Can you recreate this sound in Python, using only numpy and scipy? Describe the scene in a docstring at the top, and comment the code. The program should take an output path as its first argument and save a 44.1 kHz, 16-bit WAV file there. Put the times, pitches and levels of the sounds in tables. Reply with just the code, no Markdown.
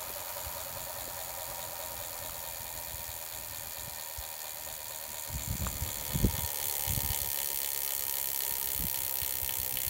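"""A fast freehub buzz over a wheel drone, with a soft rasp that dies away early and a few light taps.
An upturned bicycle's rear wheel coasts and slows outdoors: pawls snap over 18 ratchet teeth, as noise bursts
that ring hub and sprockets. Snaps and bearing noise ring rim and frame into the drone; low tones throb each turn.
The microphone moves in on the hub, so single cracks stand out. Wind is filtered noise plus swinging eddies;
taps are decaying tones and noise; quiet coloured noise is the outdoor background."""
import sys
import numpy as np
from scipy import signal
from scipy.fft import rfft, irfft, next_fast_len
from scipy.io import wavfile
from scipy.ndimage import uniform_filter1d, map_coordinates

SR = 44100
rng = np.random.default_rng(int(sys.argv[2]) if len(sys.argv) > 2 else 0)


def digitize_waveform(pressure):
    """Quantize a signal to 16-bit integers and store it at the path in sys.argv[1].

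    Rows of a 2-D input are taken as channels; values are limited to [-1, 1].
    """
    field = np.atleast_2d(pressure).T
    bounded = np.clip(field, -1, 1)
    quanta = np.round(bounded * 32767).astype(np.int16)
    wavfile.write(sys.argv[1], SR, quanta)


N = 436149


def amp(db):
    """Decibels to gain."""
    return 10 ** (np.asarray(db) / 20)


def unit(x):
    """x at rms 1."""
    return x / np.sqrt(np.mean(x ** 2) + 1e-20)


def along(points, hz):
    """(Hz, value) points read on a log frequency axis."""
    point_hz, value = np.transpose(points)
    return np.interp(np.log(hz + 1), np.log(point_hz), value)


def curve(rows):
    """(s, value) rows as one value per sample."""
    return np.interp(np.arange(N) / SR, *np.transpose(rows))


def wobble(knots_per_s):
    """A random curve, smooth between its knots."""
    knots = rng.standard_normal(int(N * knots_per_s / SR) + 4)
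    return map_coordinates(knots, [np.arange(N) * knots_per_s / SR])


def resonance(hz, centre_hz, width_hz):
    """Bell over frequency: 1 at the centre, half at the edges of its width."""
    return 1 / (1 + (2 * (hz - centre_hz) / width_hz) ** 2)


def coloured(x, spectrum, resonances=(), size=8192):
    """x through a minimum-phase filter: broad spectrum plus ringing (Hz, width Hz, dB) resonances; rms 1."""
    hz = np.fft.rfftfreq(size, 1 / SR)
    db = along(spectrum, hz)
    db = db + sum(lift_db * resonance(hz, centre, width) for centre, width, lift_db in resonances)
    # folding the cepstrum makes the response causal
    cepstrum = irfft(np.log(amp(db)))
    cepstrum[1:size // 2] *= 2
    cepstrum[size // 2 + 1:] = 0
    response = irfft(np.exp(rfft(cepstrum)))
    return unit(signal.oaconvolve(x, response)[:N])


def treble_of(x, edge_hz):
    """The part of x above an edge, with no shift in time."""
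    return signal.sosfiltfilt(signal.butter(2, edge_hz, "high", fs=SR, output="sos"), x)


def placed(times_s, sounds):
    """Each row of sounds laid down at its time."""
    index = np.round(np.asarray(times_s) * SR).astype(int)[:, None] + np.arange(sounds.shape[1])
    return np.bincount(np.maximum(index, 0).ravel(), sounds.ravel(), N)[:N]


# Outdoor background spectrum. Each row: frequency in Hz, relative level in dB.
AIR_SPECTRUM = [(20, -14), (60, -39), (150, -30), (300, -12), (800, -14.5), (1400, -7), (2000, -2.5),
                (2800, -4), (6000, -18.5), (15000, -19)]


def air(level_db=-56.5):
    """Quiet of the street: steady coloured noise."""
    return amp(level_db) * coloured(rng.standard_normal(N), AIR_SPECTRUM)


# Gusts that buffet the microphone. Each row: start in seconds, length in seconds, level in dB.
GUST_TIMES = [(2.9, 0.17, -66), (5.32, 0.031, -47), (5.488, 0.069, -40), (5.597, 0.23, -42),
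              (6.137, 0.15, -33), (6.318, 0.11, -45), (6.8, .05, -51), (6.855, .26, -41), (7.17, 0.11, -54),
              (8.804, 0.054, -40)]
GUST_ATTACK_S, GUST_RELEASE_S = 0.0093, 0.02  # time constants


def gust_power():
    """Summed power of the gusts: each rises quickly, holds and dies away."""
    t = np.arange(N) / SR
    power = np.zeros(N)
    for start, length, db in GUST_TIMES:
        before = np.maximum(start - t, 0) / GUST_ATTACK_S
        after = np.maximum(t - start - length, 0) / GUST_RELEASE_S
        power += (amp(db) * np.exp(-np.minimum(before + after, 20))) ** 2
    return power


# Breeze rumble spectrum. Each row: frequency in Hz, relative level in dB.
BREEZE_SPECTRUM = [(15, -64), (30, -11), (50, 1.5), (75, 1.5), (110, 0), (170, -10.5), (300, -12),
                   (600, -35.5), (2000, -62)]
# Gust rumble spectrum. Each row: frequency in Hz, relative level in dB.
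GUST_SPECTRUM = [(15, -50), (30, -21), (55, 3), (95, -2.5), (170, -6), (250, -18.5), (400, -24), (800, -40),
                 (2500, -60)]
# Breeze on the microphone. Each row: time in seconds, level in dB.
BREEZE_LEVEL_DB = [(0, -52.5), (1.3, -54), (2.1, -54.5), (2.6, -51.5), (3.1, -55), (3.8, -53), (4.1, -63.5),
                   (5.1, -55.5), (6.1, -45.5), (6.6, -56.5), (7.3, -54), (7.6, -61.5), (8.2, -58.5),
                   (8.6, -52), (9.2, -54), (9.89, -50)]


def wind(breeze_lumps_db=3, gust_lumps_db=5.5):
    """Lumpy rumble on the microphone between the eddies; the gusts reach higher than the breeze."""
    breeze = coloured(rng.standard_normal(N), BREEZE_SPECTRUM)
    breeze = unit(breeze * amp(breeze_lumps_db * wobble(20)))
    gust = coloured(rng.standard_normal(N), GUST_SPECTRUM)
    gust = unit(gust * amp(gust_lumps_db * wobble(30)))
    return amp(curve(BREEZE_LEVEL_DB)) * breeze + np.sqrt(gust_power()) * gust


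# Single eddies thumping the microphone.
# Each row: envelope peak in seconds, envelope peak level in dB, starting frequency in Hz.
EDDIES = [(.469, -34, 78), (2.606, -40.5, 103), (2.941, -38, 89), (3.091, -39, 89), (3.88, -39.5, 151),
          (4.187, -34, 70), (5.33, -35.5, 112), (5.351, -34, 165), (5.371, -39, 67), (5.479, -30.5, 131),
          (5.511, -28, 132), (5.538, -34, 111), (5.554, -31, 190), (5.615, -29.5, 117), (5.701, -35, 102),
          (5.761, -40, 101), (5.823, -26, 84.5), (6.091, -38, 96), (6.157, -22, 140), (6.175, -30, 100),
          (6.203, -29.5, 182), (6.248, -16.5, 196), (6.264, -24, 217), (6.291, -28, 91), (6.341, -32, 91),
          (6.387, -30, 138), (6.442, -29.5, 92.5), (6.878, -33, 91), (6.9, -26, 93), (6.933, -28, 107),
          (6.976, -24.5, 132), (7.051, -30, 101), (7.103, -26.5, 90), (7.22, -36, 82), (7.278, -38.5, 102),
          (8.758, -39, 91.5), (8.814, -40, 82), (8.847, -28.5, 170), (9.065, -47, 85), (9.226, -34.5, 94),
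          (9.43, -35, 80.5), (9.596, -38, 75), (9.875, -34, 92)]


def puffs(peak_cycles=1.0, sag=0.1, steep=0.85, size=4000):
    """An eddy swings the pressure a few times, slowing as it dies; strong ones have steep fronts."""
    peak_s, db, hz = np.transpose(EDDIES)
    cycles = hz[:, None] * np.arange(size) / SR
    envelope = (cycles / peak_cycles * np.exp(1 - cycles / peak_cycles)) ** 3
    phase = 2 * np.pi * np.log1p(sag * cycles) / sag
    skew = steep * np.sqrt(amp(db - db.max()))[:, None] * envelope
    swing = np.sin(phase + skew * np.sin(phase))
    return placed(peak_s - peak_cycles / hz, amp(db[:, None]) * envelope * swing)


# Light taps. Each row: start in seconds, peak level in dB, main mode in Hz.
TAP_EVENTS = [(0.101, -34, 480), (1.079, -34, 360), (2.249, -39, 380), (2.294, -31.5, 1270),
              (5.6672, -21, 1160), (6.389, -29.5, 850)]


def taps(t60_s=0.008, attack_s=0.00062, ring_ratio=.84, ring_db=-25, ring_t60_s=.07,
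         crack_db=-8, crack_t60_s=.012, crack_hz=2600,
         scatter_db=-17, scatter_t60_s=0.12, scatter_hz=1200, size=4000):
    """A dry knock: a short main mode, a faint lower ring, a bright crack and scatter from the surroundings."""
    start_s, db, hz = np.transpose(TAP_EVENTS)
    t = np.arange(size) / SR
    phase = 2 * np.pi * hz[:, None] * t

    def noise(centre_hz):
        """Noise through one wide resonance."""
        return signal.lfilter(*signal.iirpeak(centre_hz, 1, fs=SR), rng.standard_normal(phase.shape))

    tap = np.sin(phase) * amp(-60 * t / t60_s)
    tap += np.sin(ring_ratio * phase) * amp(ring_db - 60 * t / ring_t60_s)
    tap += noise(crack_hz) * amp(crack_db - 60 * t / crack_t60_s)
    tap += noise(scatter_hz) * amp(scatter_db - 60 * t / scatter_t60_s)
    tap *= 1 - np.exp(-(t / attack_s) ** 2)
    return placed(start_s, amp(db[:, None]) * tap / np.abs(tap).max(axis=1, keepdims=True))


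START_TEETH_PER_S, FRICTION_TEETH_PER_S2, DRAG_PER_S = 91.402, .2352, .033


def speed():
    """Teeth a second: bearing friction takes a steady toll, air drag one that grows with speed."""
    friction = FRICTION_TEETH_PER_S2 / DRAG_PER_S
    return (START_TEETH_PER_S + friction) * np.exp(-DRAG_PER_S * np.arange(N) / SR) - friction


# The microphone moves in on the hub. Each row: time in seconds, distance in m.
HUB_DISTANCE_M = [(0, 0.9), (5, 0.76), (5.7, 0.57), (6.25, 0.43), (6.7, 0.26), (7.5, 0.26), (8.7, 0.31),
                  (9.89, 0.3)]
START_TOOTH, SOUND_M_PER_S = .72, 343
CROSSOVER_M, CROSSOVER_POWER = 0.51, 6.6  # distance of equal shares, abruptness


def teeth_passed():
    """Wheel angle counted in ratchet teeth, as the sound reaches the microphone after its travel time."""
    teeth_per_s = speed()
    travel_s = curve(HUB_DISTANCE_M) / SOUND_M_PER_S
    return START_TOOTH + np.cumsum(teeth_per_s) / SR - teeth_per_s * travel_s


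def closeness():
    """Share of direct over reflected sound: towards 0 from afar, towards 1 close up."""
    return 1 / (1 + (curve(HUB_DISTANCE_M) / CROSSOVER_M) ** CROSSOVER_POWER)


def approach(far, close):
    """The sound from afar gives way to the sound close up, shares adding in power."""
    share = closeness()
    return np.sqrt(1 - share) * far + np.sqrt(share) * close


def swell(depth_db, lead_turns=0.032, peaked=0.23):
    """A gain that rises to a brief peak twice in each turn of the wheel."""
    angle = 2 * np.pi * 2 * (teeth_passed() / len(TOOTH_DB) + lead_turns)
    return amp(depth_db * (np.cos(angle) + peaked * np.cos(2 * angle)))


# Rasp spectrum. Each row: frequency in Hz, relative level in dB.
RASP_SPECTRUM = [(100, -25), (400, -17), (600, -0.5), (1350, -0.5), (1800, -10.5), (2900, -15), (4000, -12),
                 (9000, -9)]
RASP_START_DB, RASP_FADE_DB_PER_S, RASP_STOP_S, RASP_RELEASE_S = -47.5, 2, 2.37, 0.11


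def rasp(rough_db=2):
    """Uneven drivetrain rubbing that comes and goes with the wheel, fades slowly, then dies away fast."""
    t = np.arange(N) / SR
    level = amp(RASP_START_DB - RASP_FADE_DB_PER_S * t)
    level = level * np.exp(-np.maximum(t - RASP_STOP_S, 0) / RASP_RELEASE_S)
    roughness = amp(rough_db * wobble(38.5))
    return level * roughness * swell(depth_db=0.5) * coloured(rng.standard_normal(N), RASP_SPECTRUM)


# Low throbs at fixed places in every turn.
# Each row: place in teeth, mean frequency in Hz, half length (to 1/e) in seconds, relative level in dB.
THROB_PLACES = [(1.6, 630, 0.022, -4.5), (7.05, 559, 0.013, -2.5), (9.6, 604, 0.014, -5),
                (9.8, 950, 0.0074, -5.5), (16, 569, .012, 0), (16.1, 1000, 0.015, -8)]
# Strength of the throbs, added to their relative levels. Each row: time in seconds, level in dB.
THROB_STRENGTH_DB = [(0, -41.5), (1.4, -42), (2.2, -45), (2.6, -52), (5, -47.5), (9.89, -59.5)]


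def throbs(scatter_db=2, pitch_scatter=.012, size=4000):
    """At the same places in every turn the wheel swells briefly on one of its low resonances."""
    passed, level_db = teeth_passed(), curve(THROB_STRENGTH_DB)
    t = (np.arange(size) - size / 2) / SR
    out = np.zeros(N)
    for tooth, hz, half_s, db in THROB_PLACES:
        index = np.searchsorted(passed, np.arange(tooth, passed[-1], len(TOOTH_DB)))
        level, pitch, phase = rng.standard_normal((64, 3))[:len(index)].T[:, :, None]
        tone = np.sin(2 * np.pi * (hz * (1 + pitch_scatter * pitch) * t + phase))
        gain = amp(db + level_db[index, None] + scatter_db * level)
        out += placed(index / SR + t[0], gain * np.exp(-(t / half_s) ** 2) * tone)
    return out


# Resonances of rim and frame.
# Each row: frequency in Hz, width in Hz, lift from afar in dB, lift close up in dB.
FRAME_MODES = [(198, 27, 0, 16), (406, 83, -2, 14), (520, 19, 2, 8), (575, 110, 12, 15), (637, 45, 8, -8),
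               (787.7, 58, 9, 10.5), (850, 45, 2, 9.5), (935.6, 47, 16, 17), (1004, 80, 6.5, 3.5),
               (1234, 27, 11, 14), (1825, 70, 14.5, 12), (2120, 20, 4, 22), (2412, 87, 16.5, 5)]
# Drone spectrum under those resonances. Each row: frequency in Hz, relative level in dB.
DRONE_SPECTRUM = [(100, -16), (240, -20.5), (330, -5), (450, -2.5), (700, 3), (1100, 1), (1500, -1.5),
                  (2200, -3.5), (4000, -14), (9000, -48.5)]
# level from afar at the starting speed, power of speed it follows, extra level close up
DRONE_DB, DRONE_SPEED_POWER, DRONE_CLOSE_DB = -48.5, 2.42, 5


def wheel(bearings=0.55):
    """Snaps and rolling bearings shake rim and frame into a smeared drone, which swells twice a turn."""
    modes = np.array(FRAME_MODES)
    knocks = snaps(crack_t60_s=0.096, ring_db=-10, ring_t60_s=0.094, echo_db=5.5, echo_s=0.0048,
                   tail_db=4.5, tail_t60_s=0.45, alike=0.77, fresh=0.38, early_s=0,
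                   accent=0.44, top_accent=0.9, drift_db=2.0)
    drive = unit(knocks) + bearings * rng.standard_normal(N)
    drive = drive * swell(depth_db=0.5)
    far = coloured(drive, DRONE_SPECTRUM, modes[:, :3])
    close = coloured(drive, DRONE_SPECTRUM, np.delete(modes, 2, axis=1))
    level = amp(DRONE_DB + DRONE_CLOSE_DB * closeness())
    level = level * (speed() / START_TEETH_PER_S) ** DRONE_SPEED_POWER
    return level * approach(far, close)


def chatter(shape, count, spiky_db=1.5):
    """Spectra of bursts of tiny uneven contacts."""
    contacts = rng.standard_normal((count, len(shape)))
    contacts = contacts * amp(spiky_db * rng.standard_normal((count, len(shape))))
    return rfft(contacts * shape)


def evened(spectra, bins=21):
    """Each burst with its energy spread evenly over frequency."""
    return spectra / np.sqrt(np.abs(uniform_filter1d(np.abs(spectra) ** 2, bins, axis=1)))


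# Ratchet teeth in the order of one turn, before accent scaling.
# Each row: thud, clack, clink, ring, ping, tick and sizzle, all in dB, at the band centres below.
TOOTH_DB = [(2.0, 2.9, 3.0, 1.3, 1.9, 0.1, -0.4), (1.3, 1.6, 5.6, -1.0, 1.5, 2.7, 0.8),
            (1.6, 0.5, 1.3, -3.4, -1.3, 2.8, -0.2), (-1.8, -0.8, -0.0, 0.2, -2.3, 0.9, 0.1),
            (-1.7, -1.1, -3.0, -1.4, -1.1, 1.4, -0.5), (-3.4, -0.2, -0.5, 4.2, -0.8, 0.9, -0.8),
            (-1.7, -0.1, -1.1, -0.8, -0.5, -2.2, 0.6), (1.6, -1.8, -1.1, -0.6, 1.0, -3.1, 0.2),
            (2.3, 0.9, -0.8, 0.6, 0.1, 0.0, -1.2), (0.8, -2.4, -0.1, -0.5, 0.8, 1.3, -0.4),
            (0.3, -3.1, -1.2, -1.1, -2.1, -2.1, -0.1), (-3.3, -1.2, -3.6, -4.7, -4.5, -0.8, -0.2),
            (-3.0, 2.8, 1.6, 0.8, 1.7, -0.8, 0.8), (-2.5, 1.2, -1.2, 1.6, 4.5, 0.1, 0.4),
            (-0.6, -2.3, -0.7, 1.3, 2.3, 1.4, 0.4), (1.3, -0.9, -1.3, -1.3, -1.9, -1.4, 0.7),
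            (3.5, 3.4, 0.3, 2.1, -0.5, 0.1, 0.3), (3.2, 0.5, 2.9, 2.8, 1.3, -1.1, -0.5)]
# Centres of those seven bands. Each entry: frequency in Hz.
TOOTH_CENTRES_HZ = [600, 3050, 3750, 4500, 5700, 7000, 11000]
# Teeth ringing with a note of their own, before far and close scaling.
# Each row: tooth index, frequency in Hz, lift from afar in dB, lift close up in dB.
TOOTH_NOTES = [(0, 2930, 0, 5), (0, 3950, 4, 4), (1, 3700, 5.5, 5), (1, 6460, 1, 3), (2, 7450, 5, 1),
               (2, 7020, 0, 2.5), (3, 4480, 5, 0), (4, 6600, 4, 1), (5, 4480, 1, 8), (8, 4260, 6, 1),
               (9, 5860, 4, 0), (11, 7840, 5, 0), (12, 3370, 4, 2), (12, 4820, 4, 1), (13, 5680, 3, 3),
               (13, 4220, 0, 4), (16, 2970, 0, 5), (16, 4560, 0, 6), (17, 3620, 3.5, 0), (17, 4270, 4, 4),
               (17, 5470, 5, 0)]
NOTE_WIDTH_HZ = 340


def tooth_colours(number, hz, accent, top_accent, drift_db, far_notes, close_notes, fresh=0.13):
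    """Gain over frequency per snap: its tooth's colour, drifting by turns as the pawls seat differently."""
    turn, tooth = number // len(TOOTH_DB), number % len(TOOTH_DB)
    chance = rng.standard_normal((turn[-1] + 1, len(TOOTH_DB), len(TOOTH_CENTRES_HZ)))
    drift = unit(uniform_filter1d(chance, size=4, axis=0) + fresh * chance)
    db = accent * np.array(TOOTH_DB)[tooth] + drift_db * drift[turn, tooth]
    db[:, -1] *= top_accent
    notes_db = 0
    for which, centre, far_db, close_db in TOOTH_NOTES:
        lift_db = far_notes * far_db + close_notes * close_db
        notes_db = notes_db + np.outer(tooth == which, lift_db * resonance(hz, centre, NOTE_WIDTH_HZ))
    broad_db = np.array([along(np.c_[TOOTH_CENTRES_HZ, row], hz) for row in db])
    return amp(broad_db + notes_db)


SNAP_SCATTER_DB = 0.62


def snaps(crack_t60_s, ring_db, ring_t60_s, echo_db, echo_s, tail_db, tail_t60_s, alike, fresh, early_s,
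          accent, top_accent, drift_db, far_notes=0, close_notes=0, size=1500):
    """One snap per tooth: crack, ring, tail and paving echo; a part of its rattle repeats every turn."""
    passed = teeth_passed()
    number = np.arange(1, int(passed[-1]) + 1)
    times_s = np.interp(number, passed, np.arange(N) / SR)
    tooth = number % len(TOOTH_DB)
    lead_s = .002
    since_s = np.arange(size) / SR - lead_s
    t = np.maximum(since_s, 0)
    crack = amp(-60 * t / crack_t60_s)
    ring = amp(ring_db - 60 * t / ring_t60_s)
    echo = amp(echo_db - 60 * np.abs(t - echo_s) / crack_t60_s) * (t > echo_s)
    tail = amp(tail_db - 60 * t / tail_t60_s)
    # the pawl scrapes over the edge just before it lands
    rise = np.exp(np.minimum(since_s, 0) / .0003)
    shape = np.sqrt(crack ** 2 + ring ** 2 + echo ** 2 + tail ** 2) * rise
    rattle = chatter(shape, len(TOOTH_DB))[tooth]
    # the share common to all teeth gives the buzz its pitch
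    rattle = rattle + alike * chatter(shape, 1) + fresh * chatter(shape, len(times_s))
    hz = np.fft.rfftfreq(size, 1 / SR)
    colour = tooth_colours(number, hz, accent, top_accent, drift_db, far_notes, close_notes)
    strength = amp(SNAP_SCATTER_DB * rng.standard_normal((len(times_s), 1)))
    return placed(times_s - lead_s - early_s, strength * irfft(evened(rattle) * colour, size))


# The hub's treble beam, crossed by the microphone. Each row: time in seconds, treble gain in dB.
BEAM_DB = [(0, 3), (2.5, 4), (5, 2), (6.7, 0.5), (7.7, 0), (8.6, 3), (9.89, 2)]


def beamed(x, edge_hz=11000):
    """The top treble rises and falls as the microphone moves through the hub's beam."""
    return x + (amp(curve(BEAM_DB)) - 1) * treble_of(x, edge_hz)


# Resonances of hub and sprockets.
# Each row: frequency in Hz, width in Hz, lift from afar in dB, lift close up in dB.
STEEL_MODES = [(1818, 109, 8.8, 10.0), (2080, 101, 2.4, 8.4), (2216, 56, 3.3, 7.1), (2440, 264, 8.8, 4.1),
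               (2656, 67, 7.0, 4.1), (3007, 201, 4.0, 7.6), (3375, 480, 8.1, 6.8), (3844, 480, 5.2, 1.1),
               (4286, 480, 7.5, 7.4), (4596, 480, 5.9, 4.0), (5170, 480, 0.7, 0.6), (5695, 480, 1.9, 7.0),
               (6270, 289, 0.6, 0.4), (6501, 259, 5.4, 5.0), (6817, 175, 11.6, 7.8), (7328, 404, 7.6, 5.4),
               (7640, 201, 2.6, 3.0), (8159, 72, -1.1, 5.2), (8387, 144, 2.0, 2.4), (8818, 118, 1.2, -1.4),
               (9214, 111, -0.1, 4.7), (9593, 468, 8.2, 7.4), (10004, 191, 7.7, 2.5),
               (10932, 337, 3.3, 4.8), (11442, 480, 5.7, 7.4), (12200, 480, 2.5, 5.9),
               (12475, 207, 7.1, 5.8), (13005, 319, 7.1, 4.4), (13230, 480, 1.3, 2.9),
               (13767, 447, 5.3, 8.3), (14243, 279, 5.9, 7.6), (14438, 133, 6.9, 4.0),
               (14808, 389, 3.2, 2.8), (15454, 158, 5.3, 5.4), (15649, 273, 2.2, 6.4)]
# Snap spectrum from afar, under those resonances. 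Each row: frequency in Hz, relative level in dB.
FAR_SPECTRUM = [(100, -35), (600, -18), (1400, -5.5), (2000, -14.5), (2800, -12.5), (5000, -8.5),
                (8000, -4), (12000, -7), (15800, -2)]
# Snap spectrum close up, under those resonances. Each row: frequency in Hz, relative level in dB.
CLOSE_SPECTRUM = [(100, -44.5), (400, -3), (1000, -23.5), (1400, -12), (2000, -9.5), (2800, -8.5),
                  (5000, -8.5), (8000, 1), (12000, -0.5), (15800, 1.5)]
HUB_DB_AT_1M = -44  # before beam and band changes


def freehub(sizzle_hz=9500):
    """From afar the ratchet is a smeared buzz; close up each crack stands out, and only its top sizzles on."""
    modes = np.array(STEEL_MODES)
    far = snaps(crack_t60_s=0.018, ring_db=-13, ring_t60_s=0.03, echo_db=-17, echo_s=0.0052,
                tail_db=-11, tail_t60_s=0.11, alike=0.61, fresh=0.55, early_s=-.0002,
                accent=0.89, top_accent=0.45, drift_db=1.5, far_notes=0.67)
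    crack = snaps(crack_t60_s=0.013, ring_db=-10, ring_t60_s=0.039, echo_db=-18, echo_s=0.0043,
                  tail_db=-18, tail_t60_s=0.11, alike=0.64, fresh=0.42, early_s=.0002,
                  accent=0.7, top_accent=0.51, drift_db=1.93, close_notes=0.89)
    sizzle = snaps(crack_t60_s=0.0093, ring_db=-9.5, ring_t60_s=0.045, echo_db=-22, echo_s=0.0043,
                   tail_db=-19, tail_t60_s=0.068, alike=0.78, fresh=0.43, early_s=.0002,
                   accent=0.62, top_accent=0.51, drift_db=1.5)
    # above the edge the sizzle replaces the crack
    close = unit(crack) + treble_of(unit(sizzle) - unit(crack), sizzle_hz)
    far = coloured(far, FAR_SPECTRUM, modes[:, :3])
    close = coloured(close, CLOSE_SPECTRUM, np.delete(modes, 2, axis=1))
    return amp(HUB_DB_AT_1M) / curve(HUB_DISTANCE_M) * beamed(approach(far, close))


# Narrow bands of the bicycle's sound that grow stronger or weaker for a while.
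# Each row: middle in seconds, length in seconds, frequency in Hz, width in Hz, gain at the middle in dB.
BAND_CHANGES = [(0.205, .9, 11950, 200, 5), (.2, .9, 13500, 300, 4), (.3, 1.2, 1820, 129.6, -7),
                (.35, 1, 2530, 110, 1), (.35, 1, 3000, 101.9, 6), (.4, 1.1, 3150, 140, -8),
                (.4, 1.4, 8300, 1100, -2), (.5, 1.6, 1670, 130, 3.5), (1, 2.6, 2380, 100, -7.5),
                (1.1, 2.2, 2240, 70, 5), (1.9, 7.3, 2830, 166.7, -14), (2, 2.9, 780, 100, 2),
                (2.4, 2.1, 3800, 54.63, 3), (3.84, 1.3, 1820, 84, 2.5), (4.1, 3.5, 1270, 80, -8),
                (5.4, 1.7, 5300, 350, -4), (5.7, .9, 7200, 220, 6), (5.66, 1.5, 2200, 65.74, 7),
                (5.94, 2.1, 6250, 200, 3.5), (6.2, 0.83, 3430, 490, 3.5), (6.3, 3.2, 2820, 81, -24),
                (6.4, 1, 14250, 350, -3), (6.802, 0.91, 876, 100, 2), (6.8, .9, 5620, 250, -3),
                (6.9, 1.4, 4600, 350, 0), (7.1, 1.5, 11500, 300, -3), (7.3, 1.2, 1360, 300, -5),
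                (7.45, 1.2, 4630, 220, 2), (8.732, 0.56, 939, 22, 5), (9.14, 1.8, 7000, 850, -2),
                (9.3, 1.2, 11480, 200, 1.5), (9.4, 1.6, 17000, 405, 7), (9.5, 1.4, 2630, 120, 3.5),
                (9.5, 2.2, 1310, 300, -1.5)]


def shifting_bands(x):
    """Each change smoothly lifts or lowers one narrow band, then lets it return."""
    t = np.arange(N) / SR
    for middle, length, hz, width, db in BAND_CHANGES:
        course = np.exp(-(2 * np.abs(t - middle) / length) ** 4)
        band = signal.lfilter(*signal.iirpeak(hz, hz / width, fs=SR), x)
        x = x + (amp(db * course) - 1) * band
    return x


def scene():
    """The outdoor background, the wind, the taps and the bicycle."""
    surroundings = air() + wind() + puffs() + taps()
    bicycle = shifting_bands(rasp() + wheel() + freehub()) + throbs()
    return (surroundings + bicycle)[None]


TOP_HZ = 15850


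def record(dry, low_cut_hz=32):
    """The microphone sheds the deepest rumble and keeps nothing above its band limit."""
    thinned = signal.sosfilt(signal.butter(3, low_cut_hz, "high", fs=SR, output="sos"), dry)
    size = next_fast_len(N + SR // 2)
    # linear slope 100 Hz wide, centred on the limit
    keep = np.clip((TOP_HZ - np.fft.rfftfreq(size, 1 / SR)) / 100 + .5, 0, 1)
    return irfft(rfft(thinned, size) * keep, size)[:, :N]


dry = scene()
out = record(dry)
digitize_waveform(out)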